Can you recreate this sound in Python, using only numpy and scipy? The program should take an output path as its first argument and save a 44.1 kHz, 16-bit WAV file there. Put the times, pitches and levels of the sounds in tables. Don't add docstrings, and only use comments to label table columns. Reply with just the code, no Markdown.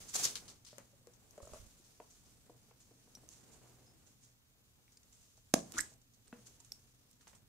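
import sys
import numpy as np
from scipy import signal
from scipy.fft import rfft, irfft, next_fast_len
from scipy.io import wavfile

SR = 44100
rng = np.random.default_rng(int(sys.argv[2]) if len(sys.argv) > 2 else 0)


def voltage_ratio(decibels):
    exponent = np.asarray(decibels, float) / 20
    return 10 ** exponent


def wav_record(signal):
    frames = np.transpose(np.atleast_2d(signal))
    bounded = np.clip(frames, -1, 1)
    quanta = np.round(bounded * 32767).astype(np.int16)
    wavfile.write(sys.argv[1], SR, quanta)


N = 329868

# [t/s, peak level/dB, shell f/Hz, contact click/dB]
KNOCKS = [(.153, -37, 733, -1), (.195, -38.5, 718, -6), (.252, -42.5, 517, -11), (6.717, -68.5, 700, 5),
          (.728, -49.5, 600, -4.5), (.781, -46.5, 555, 1), (.8, -52.5, 237, -11), (.931, -57, 557, -21),
          (1.009, -65, 520, -18), (1.07, -46, 475, -14), (1.377, -37, 590, -19.5),
          (1.4005, -42.5, 547, -20.5), (1.427, -44, 560, -22), (1.447, -48, 596, -23),
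          (1.47, -44.5, 625, -16), (1.492, -51, 570, -11), (1.533, -38, 580, -16), (1.556, -50, 580, -17),
          (1.796, -61, 334, -13), (3.171, -53, 248, -5.5), (1.541, -43, 600, -16), (1.567, -52, 620, -5),
          (1.514, -62, 524, -18), (5.743, -45.5, 337, -11), (5.755, -47, 314, -10), (5.842, -68, 312, -16),
          (6.6, -61.5, 930, -17), (7.27, -62, 860, 10.5), (7.3298, -63, 196, 11.5)]
# [t/s, peak level/dB, f/Hz, t60/s]
THUDS = [
    (0.253, -64, 123, 0.066),
    (0.451, -62, 116, 0.2),
    (1.428, -48.5, 74, 0.1),
    (1.523, -49, 62.5, 0.097),
    (1.598, -48, 52.3, 0.096),
    (1.627, -51, 89.5, 0.1),
    (1.667, -53, 69.6, 0.056),
    (5.779, -48.5, 51, 0.14),
    (5.765, -60, 305, .1),
    (5.792, -51, 304.6, 0.17),
]
# [f/Hz, level/dB]
CLACK = [(150, -43), (400, 3), (1000, -2), (1800, -3), (2800, -7.5), (3600, -17), (16000, -37)]
# [t/s, peak level/dB, ring f/Hz, left-right/dB, ring level/dB]
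TICKS = [(.1416, -38, 7660, 0, -8), (.1456, -25, 6480, 2, -12), (0.155, -22, 6060, 1.5, -12),
         (.1564, -33, 7000, 1, -10), (.1644, -25, 6160, 5, -6), (.1925, -36, 6370, 2, -10),
         (0.234, -30, 6800, 4, -6), (0.2366, -23, 6400, -3, -8), (0.2455, -23, 6300, 6, -11),
         (0.242, -18, 6000, 5, -8), (0.2532, -17, 6100, -5, -3), (0.256, -24, 5500, 5, 4),
         (0.264, -28, 6260, 5, -7), (1.455, -53, 7300, 0, 1), (1.477, -53, 6840, 2, -1),
         (5.7868, -27, 7000, -9, 0.5), (0.7836, -40, 6320, 6, -8), (1.0717, -51, 6860, 9, -9),
         (1.3093, -50.5, 6240, 15, -10), (1.379, -51.5, 6850, 1, -4), (3.29, -40, 6360, -4, -33),
         (4.8807, -66, 2260, 3, 3), (4.972, -51, 4900, 0, -4), (5.7218, -35.5, 6900, -8, -10),
         (5.8053, -29.5, 8070, -12, 0), (5.809, -26, 7750, -12.5, -4), (5.9387, -49, 6650, 0, -14),
         (6.2696, -71, 3210, 3, -4), (6.2803, -54, 8270, -13, -3), (6.7204, -32, 5520, -3, -2),
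         (7.113, -51.5, 7400, -7.5, -10)]
# [t/s, peak level/dB, ring f/Hz, ring t60/s, ring level/dB]
CATCHES = [
    (3.151, -48, 5000, .01, -6),
    (3.865, -84, 5120, .35, 13),
]
# [f/Hz, level/dB]
TICK_COLOUR = [(350, -40), (600, -18), (2500, -24), (3040, -18), (3580, -14.5), (6370, -1), (9890, -12),
               (12800, -6), (16000, -26)]
# [t/s, peak level/dB, centre f/Hz, left-right/dB, t60/s]
SCRAPES = [(0.243, -27, 4400, 9, 0.14), (.262, -32, 4170, 0, 0.22), (0.3539, -31.5, 4200, 1.5, 0.14),
           (5.55, -34.5, 6500, 0.5, 0.3), (0.4793, -44.5, 4550, 3.5, 0.25), (0.6483, -46.5, 5670, 4, 0.14),
           (.6644, -46.5, 4540, 2.5, 0.39), (1.134, -58, 6610, 9, 0.14), (1.4195, -51, 7340, -4, 0.14),
           (1.5346, -47.5, 7600, 1, 0.1), (1.5682, -54, 7640, -4, 0.13), (1.84, -54.5, 6200, 2, 0.22),
           (1.905, -62, 7600, -9, 0.14), (2.099, -55, 6500, 0, 0.54), (2.25, -60.5, 5560, 4, 0.55),
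           (4.92, -57.5, 6500, 0, 0.19), (5.21, -58, 6600, 0, 0.73), (2.8007, -53.5, 6900, 0, 0.3),
           (5.031, -52, 6390, 3, 0.037), (5.125, -54.5, 7100, -2, 0.35), (5.369, -56, 6450, -2, 0.11),
           (6.0148, -59.5, 6100, -1, 0.086), (6.136, -60, 6340, -5, 0.18), (6.6018, -45.5, 7130, -5, 0.041),
           (6.6463, -49.5, 7530, -8, 0.038), (7.1294, -55.5, 6270, -2, 0.054),
           (7.213, -60, 7620, -10, 0.085), (7.276, -52.5, 7600, -9.5, 0.2),
           (7.348, -54.5, 7600, -6.5, 0.16)]
# [t/s, peak level/dB, left-right/dB, rise/s, t60/s]
DRAGS = [(0.066, -40, -5, 0.028, 0.16), (.128, -22.5, 0, 0.035, 0.059), (.185, -29, 1, 0.0099, 0.2),
         (0.22, -27.5, -5, 0.017, 0.071), (.232, -23, 0, 0.022, 0.061), (.247, -29, -2, 0.0088, 0.058),
         (.275, -36, 2, 0.0095, 0.16), (.485, -48, -4, 0.018, 0.13), (3.29, -50, -3, 0.031, 0.42),
         (3.497, -51.5, -8, 0.041, 0.1), (4.04, -58, -3, 0.034, 0.32), (4.191, -54.5, -3, 0.05, 0.35),
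         (6.457, -46, 1.5, 0.011, 0.15), (5.736, -47.5, -4, 0.019, 0.98), (5.761, -32.5, 7, 0.027, 0.1),
         (5.779, -26, -7.5, 0.0065, 0.045), (5.785, -34, 1, 0.0014, 0.016)]
# [t/s, peak level/dB, t60/s]
SLIDES = [
    (5.546, -54, .16),
    (5.735, -44, 0.48),
    (5.776, -57, .1),
    (6.27, -53, 0.044),
    (6.33, -64, 0.17),
    (7.206, -57, 0.2),
    (7.268, -55.5, 0.29),
    (7.33, -69.5, 0.072),
]
# [f/Hz, level/dB]
RUSTLE = [(530, -46), (900, -15), (1160, -11.5), (1680, -13), (1970, -14), (2220, -12), (5350, -8),
          (6330, -5.5), (9310, -10), (13700, -20.5), (16000, -24)]
# [t/s, peak level/dB, brightness/dB per octave, contact click/dB]
RATTLES = [
    (2.0008, -46, 7, -7.5),
    (2.4965, -49.5, -0.5, -14),
    (2.546, -64, 0, -20),
    (2.711, -62.5, 4, 3.5),
    (2.91, -57.5, -6, -15),
    (3.074, -61, -1, -18),
    (3.234, -60.5, -2, -10),
]
# [f/Hz, level/dB, t60/s]
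HELD_MODES = [(324, -6.5, 0.081), (493, 3.5, 0.038), (620, -2, 0.044), (713, -2.5, 0.046),
              (960, 1.5, 0.014), (1300, -17, .014), (1770, -20, 0.01), (2700, -23.5, .01)]
# [t/s, peak level/dB, brightness/dB per octave, contact click/dB]
DROPS = [
    (6.3271, -39, 0, -7.5),
    (6.387, -52, -3, -19),
]
# [f/Hz, level/dB, t60/s]
OPEN_MODES = [(231, 0, 0.057), (296, -3, 0.019), (494, -10.5, 0.088), (600, -10, .04), (1030, -26, 0.012),
              (1470, -7.5, 0.016), (1620, -12, 0.017), (2190, -28, .012), (2640, -21.5, 0.058)]
# [f/Hz, peak level/dB, t60/s, start phase/turns]
POP_MODES = [(256, -15, .04, .44), (730, -18, .018, .84), (1150, -23, .014, .15), (1650, -23.5, .012, .0),
             (540, -20, .018, .24), (2030, -38, .01, .9)]
# [f/Hz, level/dB, t60/s]
POP_LEFT = [(6270, -14, 0.011), (5400, -28, .007), (9050, -32.5, 0.0071), (7600, -35.5, .006),
            (3840, -34, 0.0054), (13570, -42, .004)]
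# [f/Hz, level/dB, t60/s]
POP_RIGHT = [(5280, -14.5, 0.0059), (6400, -20.5, .006), (7120, -16, 0.0068), (9160, -15.5, .006),
             (10200, -19.5, 0.006), (11300, -14.5, 0.0041), (3820, -36.5, .012), (13400, -24, .003)]
# [t after the pop/s, left level/dB, right level/dB]
SLIPS = [
    (-.0018, -36, -28),
    (-.0009, -22, -7),
    (-.0003, -2, 0),
    (.0002, -8, 0),
    (.0008, -10, -1),
    (.0015, -3, -8),
    (.0028, -18, -12),
    (.0042, -13, -12),
    (.0064, -20, -17),
]
# [t/s, f/Hz]
CAVITY = [
    (5.758, 1200),
    (5.768, 1250),
    (5.778, 1324),
    (5.783, 1417),
    (5.787, 1540),
    (5.792, 1680),
    (5.801, 1880),
    (5.81, 1970),
    (5.83, 1950),
]
# [t/s, level/dB, rise/s, t60/s]
JUDDERS = [
    (5.767, -11, 0.0027, 0.036),
    (5.7745, -10.5, 0.0016, 0.033),
    (5.7785, 2.5, 0.0037, 0.013),
    (5.786, 2, 0.001, .02),
    (5.791, 0, 0.0014, 0.017),
    (5.7965, -7, 0.0018, 0.018),
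    (5.8025, -9.5, .002, 0.021),
    (5.806, -15, 0.0017, 0.03),
]
# [t/s, peak level/dB]
FLICKS = [
    [(3.1508, -60), (3.1521, -47)],
    [(4.9731, -57), (4.9738, -52), (4.978, -64)],
    [(6.7191, -49), (6.7195, -41), (6.7212, -51), (6.724, -52), (6.7272, -59)],
    [(2.7155, -62), (5.378, -65), (5.9205, -62)],
]
# [f/Hz, level/dB, t60/s]
FLICK_MODES = [
    [(5660, 0, .055), (5820, -1.5, .045), (3950, -13, .03), (8000, -15, .015), (9300, -15, .05),
     (11800, -9, .012), (14000, -12, .01)],
    [(2300, -10, .008), (4880, 0, .018), (6700, -4, .014), (8500, -6, .012)],
    [(2600, -14, .004), (3500, -8, .012), (4850, -2, .007), (6200, -1, .004), (7000, -5, .004),
     (8000, -6, .007), (12800, -8, .003)],
    [(480, -3, .04), (640, 0, .04), (790, -3, .03)],
]
# [t/s, motion level/dB, grip level/dB: skin slide over rustle]
BRUSH = [
    (0, -54, -7),
    (.125, -59.5, -10),
    (0.141, -43, -15),
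    (.244, -41.5, -14),
    (.33, -53.5, -7),
    (.476, -65, -0.5),
]
# [t/s, motion level/dB, grip level/dB: skin slide over rustle]
HANDS = [(.6, -73, -2), (.82, -69.5, -6.5), (1.04, -75.5, 0.5), (1.39, -70, 0), (1.54, -61.5, -4.5),
         (1.76, -68, -8), (2.2, -70.5, -4), (2.9, -73, -4), (3.35, -68, -1), (3.7, -69, 2),
         (4.45, -78, -4.5), (5.16, -72.5, -5.5), (5.52, -72, -11), (5.761, -64, 6.5), (6.05, -78.5, -4.5),
         (6.47, -67.5, -5), (7.0, -73.5, -5.5), (7.4, -76.5, -3)]
# [f/Hz, level/dB]
SKIN = [(59, -33.5), (100, -1.5), (409, -2), (446, -1), (521, -5), (618, -6.5), (733, -7.5), (1190, -13.5),
        (3000, -20.5), (3900, -36), (6600, -120)]
# [f/Hz, level/dB]
RUMBLE = [(15, -17.5), (30, -3), (70, -1.5), (130, -7), (220, -12.5), (400, -49.5)]
# [f/Hz, left-right/dB]
LEAN = [(60, -5), (180, 1), (550, 8), (1650, -1.5), (4970, 3.5), (15000, -13)]
# [f/Hz, t60/s]
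ROOM_T60 = [(100, 0.55), (300, 0.37), (1000, 0.23), (4000, 0.18), (9000, 0.28), (16000, 0.11)]
# [f/Hz, level/dB]
WET = [(100, -17.5), (400, -17), (1000, -10.5), (1500, -14.5), (3000, -14.5), (6500, -13.5), (10000, -16.5),
       (16000, -20.5)]
# [delay t/s, left level/dB, right level/dB]
ECHOES = [
    (.011, -26, -27),
    (.0195, -17.5, -22.5),
    (.0245, -19, -20),
    (.031, -25.5, -21),
    (.041, -15.5, -21.5),
    (.052, -22.5, -32),
]
# [f/Hz, level/dB]
AIR = [(12, -47.5), (20, -10.5), (58, -25.5), (123, -5.5), (146, -17.5), (262, -11.5), (347, -28),
       (1120, -29.5), (1910, -31), (2670, -30.5), (3600, -28.5), (8890, -37.5), (14700, -29), (16000, -38)]
# [f/Hz, left-right correlation/1]
SAME = [(60, 0.91), (130, 0.94), (290, 0.62), (640, -0.5), (1410, -0.21), (3100, -0.85), (6820, -0.19),
        (15000, 0.077)]
# [t/s, level/dB]
FAR = [(0, 8), (1, -2), (2, -0.5), (3, 1.5), (3.7, 0.5), (4.2, 2), (4.4, -8), (5, -5.5), (5.5, -1.5),
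       (6.3, 0.5), (7.48, -2)]

SHELL_HZ = 540
SCRAPE_RISE_S = 0.0034


def evened(x):
    return x / np.sqrt(np.mean(x ** 2) + 1e-20)


def read(points, hz):
    f, value = np.transpose(points)
    return np.interp(np.log(hz + 1), np.log(f + 1), value)


def add(mix, s, sound):
    part = mix[:, max(round(s * SR), 0):][:, :sound.shape[1]]
    part += sound[:, :part.shape[1]]


def colour(x, points):
    size = next_fast_len(x.shape[-1])
    gain = voltage_ratio(read(points, np.fft.rfftfreq(size, 1 / SR)))
    return irfft(rfft(x, size) * gain, size)[..., :x.shape[-1]]


def resonate(x, hz, width):
    turn = np.exp(2j * np.pi * np.cumsum(hz * np.ones(x.shape[-1])) / SR)
    r = np.exp(-np.pi * width / SR)
    return 2 * (turn * signal.lfilter([1 - r], [1, -r], x / turn)).real


def pair(size, same):
    a, b = rng.standard_normal((size, 2)).T
    same = np.clip(same, 0, 1)
    return np.array([a, same * a + np.sqrt(1 - same ** 2) * b])


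def crackle(size, per_s, spread_db, grain_s, same):
    sizes = voltage_ratio(spread_db * np.minimum(rng.exponential(1, size), 5))
    hits = sizes * (rng.random(size) < per_s / SR)
    puffs = signal.lfilter([1], [1, -np.exp(-1 / (grain_s * SR))], hits ** 2)
    return evened(np.sqrt(puffs) * pair(size, same))


def panned(db):
    return voltage_ratio(np.array([[db / 2], [-db / 2]]))


def fade(t, t60):
    return voltage_ratio(-60 * t / t60)


def ring(t, hz, t60, turn=0):
    return fade(t, t60) * np.sin(2 * np.pi * (hz * t + turn))


def knocks():
    out, t = np.zeros((2, N)), np.arange(8000) / SR
    for s, db, hz, clack_db in KNOCKS:
        t60 = 0.056 * (SHELL_HZ / hz) ** 0.32 * voltage_ratio(-0.12 * (db + 50.5))
        shell = 0.69 * ring(t, hz, t60) + 0.35 * ring(t, 0.791 * hz, 0.9 * t60)
        shell += 0.081 * ring(t, 1.3 * hz, 0.5 * t60) + 0.17 * ring(t, 0.416 * hz, 1.1 * t60)

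        over_db = -8.5 if 1.39 < s < 1.6 else -18
        side = 1 + .08 * np.sin(900 * s)
        over = ring(t, 2.09 * side * hz, 0.46 * t60)
        over += 0.78 * ring(t, 1.75 / side * hz, .35 * t60)
        over += .5 * ring(t, 2.75 * side * hz, 0.17 * t60)
        shell += voltage_ratio(over_db) * over

        shell *= np.minimum(t / (0.00017 * voltage_ratio(-clack_db)), 1)
        clack = evened(colour(pair(len(t), 0.17), CLACK)) * (fade(t, 0.0028) + 0.22 * fade(t, 0.19))
        add(out, s + 0.001676, voltage_ratio(db) * panned(2.4) * (shell + voltage_ratio(clack_db) * clack))
    out = signal.lfilter(*signal.butter(2, 140, "high", fs=SR), out)
    for s, db, hz, t60 in THUDS:
        add(out, s, voltage_ratio(db) * panned(-9.5) * ring(t, hz, t60))
    return out


def ticks():
    foil_until_s, foil_rise_s, foil_db = .3, .0013, -7
    out, t = np.zeros((2, N)), np.arange(4000) / SR
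    rows = [(*row, 0.0093) for row in TICKS]
    rows += [(s, db, hz, 0, ring_db, t60) for s, db, hz, t60, ring_db in CATCHES]
    for s, db, hz, pan_db, ring_db, t60 in rows:
        wide = colour(pair(len(t), 0.074), TICK_COLOUR)
        wall = ring(t, hz, t60) + .6 * ring(t, .95 * hz, .4 * t60) + .6 * ring(t, 1.04 * hz, .4 * t60)
        wall *= np.minimum(t / 0.00051, 1)
        if s < foil_until_s:
            swell = np.minimum(t / foil_rise_s, 1) * fade(np.maximum(t - foil_rise_s, 0), .017)
            crack = voltage_ratio(foil_db) * swell * evened(wide / 2 + 6.0 * resonate(wide, hz, 0.48 * hz))
            wall *= voltage_ratio(foil_db - 5)
            s -= foil_rise_s / 2
        else:
            crack = evened(wide + 4.6 * resonate(wide, hz, .5 * hz)) * fade(t, 0.0033)
            crack += 0.088 * evened(wide) * fade(t, 0.081)
        add(out, s - .0004, voltage_ratio(db + 3) * panned(pan_db) * (0.64 * crack + voltage_ratio(ring_db) * wall))
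    return out


def scrapes():
    drag_hz, toy_hz = 6800, 1460
    out, t = np.zeros((2, N)), np.arange(9000) / SR
    rows = [(*row, SCRAPE_RISE_S) for row in SCRAPES]
    rows += [(s, db, drag_hz, pan_db, t60, rise) for s, db, pan_db, rise, t60 in DRAGS]
    rows += [(s, db, toy_hz, 0, t60, 2 * SCRAPE_RISE_S) for s, db, t60 in SLIDES]
    for s, db, hz, pan_db, t60, rise in rows:
        grains = crackle(len(t), per_s=3000, spread_db=2.6, grain_s=.0008, same=.15)
        grit = evened(colour(grains, RUSTLE))
        grit = evened(grit + 3.5 * resonate(grit, hz, 2300))
        swell = np.minimum(t / rise, 1) ** 2 * fade(np.maximum(t - rise, 0), t60)
        add(out, s - .002, voltage_ratio(db - 9.0) * panned(pan_db) * swell * grit)
    return out


def rattles():
    out, t = np.zeros((2, N)), np.arange(8000) / SR
    hits = [(row, HELD_MODES) for row in RATTLES] + [(row, OPEN_MODES) for row in DROPS]
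    for (s, db, tilt_db, clack_db), modes in hits:
        shell = 0
        for hz, mode_db, t60 in modes:
            swell = np.minimum(t * hz, 1)
            gain = voltage_ratio(mode_db + tilt_db * np.log2(hz / SHELL_HZ))
            shell = shell + gain * swell * ring(t, hz * rng.uniform(0.938, 1.03), t60)
        clack = evened(colour(pair(len(t), 0.37), CLACK))
        clack *= np.minimum(t / 0.00072, 1) * (fade(t, 0.0077) + 0.17 * fade(t, 0.25))
        add(out, s, voltage_ratio(db) * panned(1.5) * (shell + voltage_ratio(clack_db) * clack))
    return out


def pop():
    pop_s = 5.5393
    out, t = np.zeros((2, N)), np.arange(6000) / SR
    thump = sum(voltage_ratio(db) * ring(t, hz, t60, turn) for hz, db, t60, turn in POP_MODES)
    thump *= np.sin(np.pi / 2 * np.minimum(t / 0.00026, 1)) ** 2
    thump *= fade(np.maximum(t - .0058, 0), 0.0086)
    add(out, pop_s, panned(.4) * signal.lfilter(*signal.butter(1, 100, "high", fs=SR), thump))
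    for s, *slip_db in SLIPS:
        walls = np.array([sum(voltage_ratio(db) * ring(t, hz * rng.uniform(0.99, 1.04), 0.58 * t60, hz * s)
                              for hz, db, t60 in modes) for modes in (POP_LEFT, POP_RIGHT)])
        grit = evened(colour(pair(len(t), 0.27), RUSTLE))
        grit = voltage_ratio(-26) * panned(-4.0) * grit * fade(t, 0.016)
        add(out, pop_s + s, voltage_ratio(np.array(slip_db)[:, None]) * np.minimum(t / 0.00039, 1) * (walls + grit))
    return out


def cavity():
    s, hz = np.transpose(CAVITY)
    t = np.arange(s[0], s[-1], 1 / SR)
    hz = np.interp(t, s, hz)
    grains = crackle(len(t), per_s=1200, spread_db=4.0, grain_s=0.0016, same=0.34)
    grit = evened(resonate(resonate(grains, hz, 570), hz, 570))
    turns = np.cumsum(hz) / SR + np.array([[0], [.12]])
    edges = signal.windows.tukey(len(t), .1)
    out = np.zeros((2, N))
    for k, (start, db, rise, t60) in enumerate(JUDDERS):
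        jerk = np.clip((t - start) / rise, 0, 1) * voltage_ratio(db) * fade(np.maximum(t - start - rise, 0), t60)
        whistle = np.sin(2 * np.pi * (turns + 0.373 * k)) + 0.076 * np.sin(2 * np.pi * 1.1 * turns)
        add(out, s[0], voltage_ratio(-31) * jerk * (whistle + 0.5 * grit) * edges)
    return out


def flicks():
    out, t = np.zeros((2, N)), np.arange(2000) / SR
    for hits, modes in zip(FLICKS, FLICK_MODES):
        wall = sum(voltage_ratio(db) * ring(t, hz, t60, np.array([[0], [hz * .00002]])) for hz, db, t60 in modes)
        for s, db in hits:
            add(out, s, voltage_ratio(db) * np.minimum(t / .0002, 1) * wall)
    return out


def hands():
    s, motion_db, grip_db = np.transpose(BRUSH + HANDS)
    t = np.arange(N) / SR
    motion_db, grip_db = np.interp(t, s, motion_db), np.interp(t, s, grip_db)
    wander = evened(sum(np.sin(2 * np.pi * (f * t + rng.random())) / np.sqrt(f)
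                        for f in np.geomspace(.5, 5, 12)))

    grains = crackle(N, per_s=630, spread_db=-1.5, grain_s=0.0068, same=0.026)
    lean = np.array([colour(x, [(f, sign * db / 2) for f, db in LEAN]) for sign, x in zip((1, -1), grains)])
    rustle = colour(lean, RUSTLE)
    cupped = resonate(rustle, 6900 + 800 * wander, 1100)
    out = voltage_ratio(0.5 + motion_db) * evened(rustle + .45 * cupped)

    skin = crackle(N, per_s=410, spread_db=3.0, grain_s=0.014, same=0.58)
    out += voltage_ratio(motion_db + grip_db) * evened(colour(skin, SKIN))

    arm_db = -67.5 + 0.38 * (motion_db + 73) + 1.5 * wander
    return out + voltage_ratio(arm_db - 6.0) * evened(colour(pair(N, 0.45), RUMBLE))


def room(x):
    taps = np.zeros((2, SR))
    at = np.arange(0, SR - 20, 20) + rng.integers(0, 20, (2, SR // 20 - 1))
    np.put_along_axis(taps, at, rng.choice([-1., 1.], at.shape), 1)
    taps[1] += signal.lfilter(*signal.butter(2, 600, fs=SR), taps[0] - taps[1])
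    hz, t, z = signal.stft(taps, SR, nperseg=256)
    tail = signal.istft(z * fade(t, read(ROOM_T60, hz)[:, None]), SR, nperseg=256)[1][:, :SR]
    tail *= np.clip((np.arange(SR) / SR - .006) / 0.0099, 0, 1)
    tail /= np.linalg.norm(tail, axis=1)[:, None]
    soft = signal.windows.hann(24) / 12
    for k, (s, *ports_db) in enumerate(ECHOES):
        add(tail, s, (-1) ** k * voltage_ratio(np.array(ports_db)[:, None] + 10.0) * soft)
    return signal.fftconvolve((x + x[::-1]) / 2, colour(tail, WET), axes=1)[:, :N]


def air():
    z = rfft(rng.standard_normal((N, 2)).T)
    hz = np.fft.rfftfreq(N, 1 / SR)
    same = np.clip(read(SAME, hz), -1, 1)
    z = np.array([z[0], same * z[0] + np.sqrt(1 - same ** 2) * z[1]]) * voltage_ratio(read(AIR, hz))
    hiss = evened(irfft(z, N))
    hum = evened(resonate(resonate(pair(N, 1.0), 121, 6.4), 121, 6.4))
    far = signal.lfilter(*signal.butter(2, 700, fs=SR), hiss + voltage_ratio(-9.0) * hum)
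    drift = voltage_ratio(np.interp(np.arange(N) / SR, *np.transpose(FAR)))
    return voltage_ratio(-72) * (hiss + voltage_ratio(-4.0) * hum + (drift - 1) * far)


def scene():
    near = knocks() + ticks() + scrapes() + rattles() + cavity()
    burst, thin = pop(), flicks()
    high = signal.butter(2, 4000, "high", fs=SR)
    beamed = signal.lfilter(*high, burst[:, ::-1])[:, ::-1]
    beamed = signal.lfilter(*high, beamed)
    echoes = room(near + burst + thin / 2 - .45 * beamed)
    return near + burst + thin + echoes + hands() + air()


def roll_off(x):
    return signal.sosfilt(signal.butter(12, 16530, fs=SR, output="sos"), x)


def record(dry):
    mix = signal.sosfilt(signal.ellip(8, .5, 30, 15700, fs=SR, output="sos"), dry)
    return roll_off(mix)


dry = scene()
out = record(dry)
wav_record(out)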